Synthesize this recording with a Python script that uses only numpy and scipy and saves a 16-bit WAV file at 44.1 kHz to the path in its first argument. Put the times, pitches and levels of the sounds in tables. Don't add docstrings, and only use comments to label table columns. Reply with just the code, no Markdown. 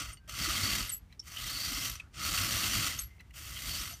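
import sys
import numpy as np
from scipy import signal
from scipy.fft import rfft, irfft
from scipy.io import wavfile
from scipy.ndimage import uniform_filter1d

SR = 44100
rng = np.random.default_rng(int(sys.argv[2]) if len(sys.argv) > 2 else 0)


def decibels_to_gain(level_db):
    exponent = np.asarray(level_db, float) / 20
    return 10 ** exponent


def waveform_to_disk(signal):
    frames = np.transpose(np.atleast_2d(signal))
    scaled = np.clip(frames, -1, 1) * 32767
    samples = np.round(scaled).astype(np.int16)
    wavfile.write(sys.argv[1], SR, samples)


N = 176400


def evened(x):
    return x / np.sqrt(np.mean(x ** 2) + 1e-20)


def curve(points, column=1, **ends):
    rows = np.array(points, float)
    return np.interp(np.arange(N) / SR, rows[:, 0], rows[:, column], **ends)


def coloured(x, points):
    f, db = np.transpose(points)
    hz = np.fft.rfftfreq(len(x), 1 / SR)
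    gain_db = np.interp(np.log(hz + 1), np.log(f + 1), db, left=-60, right=-60)
    return irfft(rfft(x) * decibels_to_gain(gain_db), len(x))


def drift(rate_hz):
    slow = rfft(rng.standard_normal(2048))
    slow = irfft(slow / (1 + (np.arange(len(slow)) * SR / N / rate_hz) ** 4))
    return np.interp(np.linspace(0, 2047, N), np.arange(2048), evened(slow))


def resonate(x, hz, width_hz):
    turn = np.exp(2j * np.pi * np.cumsum(hz * np.ones(len(x))) / SR)
    r = np.exp(-np.pi * width_hz / SR)
    return 2 * (turn * signal.lfilter([1 - r], [1, -r], x / turn)).real


def ring(x, hz, width_hz):
    return signal.lfilter(*signal.iirpeak(hz, hz / width_hz, SR), x)


def add(mix, s, sound):
    part = mix[round(s * SR):][:len(sound)]
    part += sound[:len(part)]


# (time [s], level [dB])
RUNS = [
    [(0, -34.5), (.05, -43.5), (.13, -51.5), (.165, -68), (.19, -78)],
    [(.275, -60), (.295, -45), (.319, -45.5), (.403, -35), (.663, -33.5), (.8, -34.5), (.88, -45),
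     (.94, -53.5), (1.0, -72)],
    [(1.22, -73), (1.27, -51.5), (1.378, -46), (1.47, -41), (1.884, -38), (1.95, -49.5), (1.99, -55.5),
     (2.07, -79)],
    [(2.11, -88), (2.144, -50.5), (2.208, -39), (2.27, -34), (2.868, -33.5), (2.97, -45), (3.03, -51),
     (3.07, -65), (3.13, -74.5), (3.2, -74)],
    [(3.32, -85), (3.342, -57.5), (3.37, -48), (3.568, -46), (3.7, -40), (3.82, -39.5), (3.93, -49),
     (4.0, -61.5)],
]


def drive_db():
    efforts = [curve(run, left=-84, right=-84) for run in RUNS]
    return uniform_filter1d(np.max(efforts, axis=0), size=200)


# (time [s], speed [turns per s])
SHAFT = [(0, 55), (.19, 22), (.45, 75), (.75, 105), (1.1, 26), (1.6, 77), (1.85, 92), (2.07, 31.6),
         (2.3, 76.5), (2.55, 103), (2.8, 108), (3.2, 24.5), (3.75, 80), (4, 46)]


def shaft_speed():
    return curve(SHAFT)


def rattle():
    teeth_per_s, spread_db, throb_depth = 12000, 0.5, 0.08
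    turn = 2 * np.pi * np.cumsum(shaft_speed() * (1 + 0.0299 * drift(12.3))) / SR
    sizes = rng.standard_normal(N) * decibels_to_gain(spread_db * rng.exponential(1, N))
    teeth = sizes * (rng.random(N) < teeth_per_s / SR)
    throb = 1 + throb_depth * (np.cos(turn) + 0.18 * np.cos(2 * turn + 1) + 0.52 * np.cos(3 * turn + 2))
    return decibels_to_gain(drive_db()) * evened(teeth * throb * decibels_to_gain(1.25 * drift(75)))


# (frequency [Hz], width [Hz], level [dB])
BODY = [(1290, 255, -7.5), (2050, 234, -5), (2844, 730, -8.5), (3192, 200, -9), (3790, 120, -23),
        (4540, 400, -5), (5330, 216, -9), (5890, 620, -9), (6930, 280, -14.5), (8750, 69, -8.5),
        (11500, 130, -28)]
# (frequency [Hz], level [dB per Hz])
GRIND = [(380, -21), (620, -8.5), (900, -14), (1150, -3.5), (4480, -2), (9300, -7), (10400, -12.5),
         (11300, -9), (15300, -11)]
# (time [s], level [dB])
TREBLE = [(0, -7), (.3, -2), (1.8, 3), (1.95, 2), (2.03, -16), (2.13, -14), (2.25, 0.9), (2.9, 0.5),
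          (3.7, 3.5), (4, 2)]
# (time [s], level [dB])
FLOOR_PAN = [(0, 5), (.62, 1), (.76, -7), (1.4, -2.5), (1.64, 1), (1.76, 1), (2.15, 8), (2.45, 3),
             (2.85, -3), (3.72, -7), (3.82, 2)]


def tin(x):
    smear_s, full_speed = .001, 67
    flutter_db, flutter_hz, chatter_db, chatter_hz = 4, 9.4, 3, 70
    scatter = np.exp(-1j * np.pi * smear_s * SR / 2 * np.linspace(0, 1, N // 2 + 1) ** 2)
    x = irfft(rfft(x) * scatter, N)
    x = x + (decibels_to_gain(curve(TREBLE)) - 1) * ring(x, 13600, 9000)
    x = x - np.clip(1.5 - 1.56 * shaft_speed() / full_speed, 0, 1) * ring(x, 4000, 1200)
    panels = []
    for hz, width_hz, db in BODY:
        touch_db = flutter_db * np.tanh(drift(flutter_hz)) + chatter_db * drift(chatter_hz)
        panels.append(decibels_to_gain(db + touch_db) * ring(ring(x, hz, width_hz), hz, 2 * width_hz))
    return decibels_to_gain(curve(FLOOR_PAN)) * panels[0] + sum(panels[1:]) + coloured(x, GRIND)


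# (frequency [Hz], level [dB per Hz])
RUMBLE = [(22, -45), (33, -22), (50, -1), (76, -5.5), (107, -1), (150, -10), (200, -23)]
# (frequency [Hz], level [dB per Hz])
ROLL = [(90, -25), (140, 1), (188, 2), (333, -1.5), (420, -15.5), (600, -24.5)]


def table():
    rumble_db, rumble_follow, roll_db, roll_follow, lumps_db = -47.5, 0.53, -49.5, 0.98, 2
    effort_db = uniform_filter1d(np.maximum(drive_db(), -70), size=1500) + 33 + lumps_db * drift(18.0)
    rumble = evened(coloured(rng.standard_normal(N), RUMBLE))
    roll = evened(coloured(rng.standard_normal(N), ROLL)) * (shaft_speed() / 90) ** 0.67
    return decibels_to_gain(rumble_db + rumble_follow * effort_db) * rumble + decibels_to_gain(roll_db + roll_follow * effort_db) * roll


# (multiple of the shaft speed, level [dB])
ORDERS_DB = [(1, -47), (2, -56), (3, -58)]


def motor():
    speed, noise = shaft_speed(), rng.standard_normal(N)
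    strands = np.zeros(N)
    for k, db in ORDERS_DB:
        strand = resonate(resonate(noise, k * speed, 16), k * speed, 30)
        strands += decibels_to_gain(db + 3 * drift(8.7)) * evened(strand)
    return decibels_to_gain(drive_db() + 31.5) * strands


# (frequency [Hz], level [dB per Hz])
AIR = [(22, -50), (35, -10), (55, 3), (120, -9), (253, -20), (523, -31.5), (1490, -33), (15300, -52.5)]


def still_air():
    return decibels_to_gain(-55.5 + 1.2 * drift(11)) * evened(coloured(rng.standard_normal(N), AIR))


def room(x):
    t60_s = 0.084
    t = np.arange(SR // 3) / SR
    echoes = rng.choice([-1., 1.], len(t)) * (rng.random(len(t)) < .05)
    tail = echoes * decibels_to_gain(-60 * t / t60_s) * (t > .004)
    return signal.fftconvolve(x, tail / np.linalg.norm(tail))[:N]


# (time [s], peak level [dB], pitch [Hz])
JOLTS = [(.01, -45.5, 296), (.284, -55.5, 630), (.479, -38.5, 323), (.582, -40, 224), (.726, -49, 218),
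         (1.565, -54, 320), (1.718, -39.5, 254), (1.777, -43, 280), (2.207, -53, 296), (2.29, -43.5, 307),
         (2.453, -46, 333), (2.724, -43, 282), (3.642, -55, 252)]


def jolts():
    length = 0.0299
    out, t = np.zeros(N), np.arange(0, length, 1 / SR)
    for s, db, hz in JOLTS:
        swell = np.sin(np.pi * (t / length) ** 0.82) ** 2
        add(out, s - length / 4, decibels_to_gain(db) * swell * np.sin(2 * np.pi * (hz * t + rng.random())))
    return out


# (time [s], level [dB])
BUMPS = [(0.051, -42.5), (0.461, -39.5), (.7, -36.5), (0.789, -38.5), (1.409, -45.5), (1.72, -40),
         (1.89, -42.5), (2.28, -40.5), (2.52, -40.5), (2.731, -38.5), (3.01, -44.5), (3.65, -40.5),
         (3.77, -39.5)]


def bumps():
    pitch_hz, length = 51.3, 0.076
    out, t = np.zeros(N), np.arange(0, length, 1 / SR)
    for s, db in BUMPS:
        turn = 2 * np.pi * (pitch_hz * (1 + 0.077 * rng.standard_normal()) * t + rng.random())
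        thud = np.sin(turn) + 0.28 * np.sin(1.893 * turn)
        add(out, s, decibels_to_gain(db + 0.5) * np.sin(np.pi * t / length) ** 2 * thud)
    return out


# (time [s], peak level [dB], t60 [s], brightness [0-1])
KNOCKS = [(0.1164, -34.5, 0.05, 0.6), (0.170, -39, 0.038, 0.5), (0.2765, -37, 0.03, 1),
          (0.294, -22.5, 0.03, 1), (0.8946, -23.5, 0.065, 0.6), (1.124, -43, 0.044, 0.4),
          (1.855, -28, 0.041, 0.7), (1.8874, -36, 0.045, 0.6), (1.953, -28, 0.057, 1),
          (2.14, -37, 0.045, 0.6), (2.989, -22.5, 0.036, 0.8), (3.2054, -41.5, 0.037, 0.7),
          (3.2984, -56, 0.045, 0.6), (3.307, -45.5, 0.028, 0.6), (3.3378, -44, 0.04, 0.9),
          (3.619, -26, 0.045, 0.7)]


def knocks():
    blows, t = np.zeros(N), np.arange(4000) / SR
    for s, db, t60, bright in KNOCKS:
        crack = rng.standard_normal(len(t))
        dull = ring(crack, 3000, 2500)
        fade = np.minimum(t / 0.00098, 1) * decibels_to_gain(db - 12.5 - 60 * t / max(t60, .01))
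        add(blows, s, fade * (dull + bright * (crack - dull)))
    return blows


# (start [s], length [s], pitch [Hz], level
# [dB], roughness [0-1])
HUMS = [
    (.118, 0.043, 11500, -68, .2),
    (.195, 0.09, 1567, -70.5, .1),
    (1.09, .07, 2300, -67.5, 0.9),
    (1.98, 0.11, 1364, -63, 0.7),
    (3.06, 0.12, 2080, -66.5, 0.6),
    (3.22, .07, 2050, -73, .6),
    (3.905, 0.043, 697, -57, 0.52),
]


def hums():
    out = np.zeros(N)
    for s, length, hz, db, rough in HUMS:
        t = np.arange(0, length, 1 / SR)
        fuzz = evened(resonate(rng.standard_normal(8000), hz, 0.16 * rough * hz))[-len(t):]
        tone = (1 - rough) * np.sqrt(2) * np.sin(2 * np.pi * hz * t) + rough * fuzz
        add(out, s, decibels_to_gain(db) * np.sqrt(np.sin(np.pi * t / length)) * tone)
    return out


# (start [s], length [s], pitch [Hz], level [dB])
SQUEALS = [(0.128, 0.021, 8750, -43.5), (0.871, 0.02, 11450, -42), (0.891, .024, 8600, -30.5),
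           (0.916, 0.042, 7800, -35), (0.941, 0.048, 7930, -50), (0.916, 0.079, 11460, -34),
           (1.194, 0.016, 5500, -38), (1.204, 0.036, 5600, -60), (1.193, .012, 10900, -53),
           (1.37, 0.009, 3030, -32.5), (1.877, .012, 11500, -43), (1.895, .015, 11500, -39.5),
           (1.92, 0.011, 11500, -45), (1.997, 0.015, 2564, -36), (2.992, 0.019, 8600, -35),
           (2.988, 0.013, 6450, -30.5), (2.974, .11, 11500, -40.5), (3.004, 0.047, 7800, -47.5),
           (3.107, .015, 2080, -60), (3.193, 0.024, 2620, -54), (3.202, 0.018, 2006, -47),
           (3.305, .014, 2050, -53), (3.864, .13, 11460, -52)]


def squeals():
    rough, peak_at, width_hz = .45, 0.59, 125
    out = np.zeros(N)
    for s, length, hz, db in SQUEALS:
        u = np.arange(0, length, 1 / SR) / length
        fuzz = evened(resonate(rng.standard_normal(6000), hz, width_hz * 0.028 / length))[-len(u):]
        tone = (1 - rough) * np.sqrt(2) * np.sin(2 * np.pi * hz * length * u) + rough * fuzz
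        add(out, s, decibels_to_gain(db) * np.sin(np.pi * u ** peak_at) ** 1.3 * tone)
    return out


# (time [s], pitch [Hz], peak level [dB], t60 [s])
PINGS = [(.1705, 2060, -53, 0.036), (.1705, 2890, -54.5, 0.079), (.1705, 4500, -54, .045),
         (.1705, 6228, -68, .06), (.2935, 4300, -42, .03), (.2935, 6160, -41, 0.025),
         (0.399, 3190, -34, .03), (.567, 3190, -30, .07), (.632, 4540, -25, .03), (.654, 4590, -26, .03),
         (.677, 4530, -30, .025), (.697, 4440, -29, .03), (.7325, 4450, -27, 0.027),
         (1.1256, 2020, -52, .03), (1.1256, 3980, -51.5, 0.028), (1.228, 3000, -62, .06),
         (1.603, 4640, -32, .025), (1.64, 4500, -30, .025), (1.745, 5280, -32, .04),
         (1.8265, 2940, -35, .04), (2.242, 4400, -29.5, 0.032), (2.378, 2750, -30, 0.034),
         (3.182, 2100, -60, .04), (3.197, 4050, -56, 0.055), (3.3076, 2870, -56, 0.032),
         (3.3645, 2820, -48, .06), (3.938, 6030, -37, 0.033)]


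def pings():
    out, t = np.zeros(N), np.arange(3000) / SR
    for s, hz, db, t60 in PINGS:
        pair = np.sin(2 * np.pi * hz * t) + 0.45 * np.sin(2 * np.pi * (hz * 1.03 * t + rng.random()))
        rise = np.minimum(t / 0.00093, 1)
        add(out, s, decibels_to_gain(db - 60 * t / max(t60, .008)) * rise * pair)
    return out


# (time [s], pitch [Hz], level re drive [dB])
WHINES = [
    [(1.3, 2690, -11), (1.37, 3000, -3), (1.43, 3560, -3.5), (1.5, 4250, -3), (1.62, 4430, -4),
     (1.7, 4700, -6.5), (1.77, 5200, -8), (1.87, 6030, -5), (1.93, 5600, -24)],
    [(3.5, 2800, -30), (3.57, 3000, 0.5), (3.63, 3220, -18), (3.7, 4500, -3), (3.76, 4560, -5),
     (3.8, 5230, -5), (3.83, 5540, -17), (3.88, 5600, -34)],
]


def whine():
    level_db = np.max([curve(w, column=2, left=-93, right=-90) for w in WHINES], axis=0)
    pitch_hz = curve(WHINES[0] + WHINES[1]) * (1 + 0.035 * drift(23))
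    tone = evened(resonate(rng.standard_normal(N), pitch_hz, 450))
    return decibels_to_gain(drive_db() + level_db - 5.5 + 2.5 * drift(70)) * tone


def gears():
    return decibels_to_gain(6.5) * tin(rattle() + knocks() + whine())


def scene():
    toy = gears() + squeals() + pings() + hums()
    toy = toy - .5 * ring(toy, 10650, 470)
    on_table = table() + motor() + bumps() + jolts()
    return (toy + decibels_to_gain(-12) * room(toy) + on_table + still_air())[None]


def low_pass(x):
    return signal.sosfilt(signal.butter(12, 16310, fs=SR, output="sos"), x)


# (start [s], length [s], above [Hz])
DROPS = [
    (0.952, 0.064, 12300),
    (1.188, .02, 12000),
    (1.97, .12, 13500),
    (3.02, .06, 13300),
    (3.88, .12, 14700),
]


def record(dry):
    cut = signal.oaconvolve(dry, signal.firwin(301, 15450, fs=SR)[None], "same")
    t = np.arange(N) / SR
    for s, length, hz in DROPS:
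        top = signal.oaconvolve(cut, signal.firwin(301, hz, fs=SR, pass_zero=False)[None], "same")
        gate = uniform_filter1d(1. * (t > s) * (t < s + length), size=300)
        cut = cut - gate * top
    return low_pass(cut)


dry = scene()
out = record(dry)
waveform_to_disk(out)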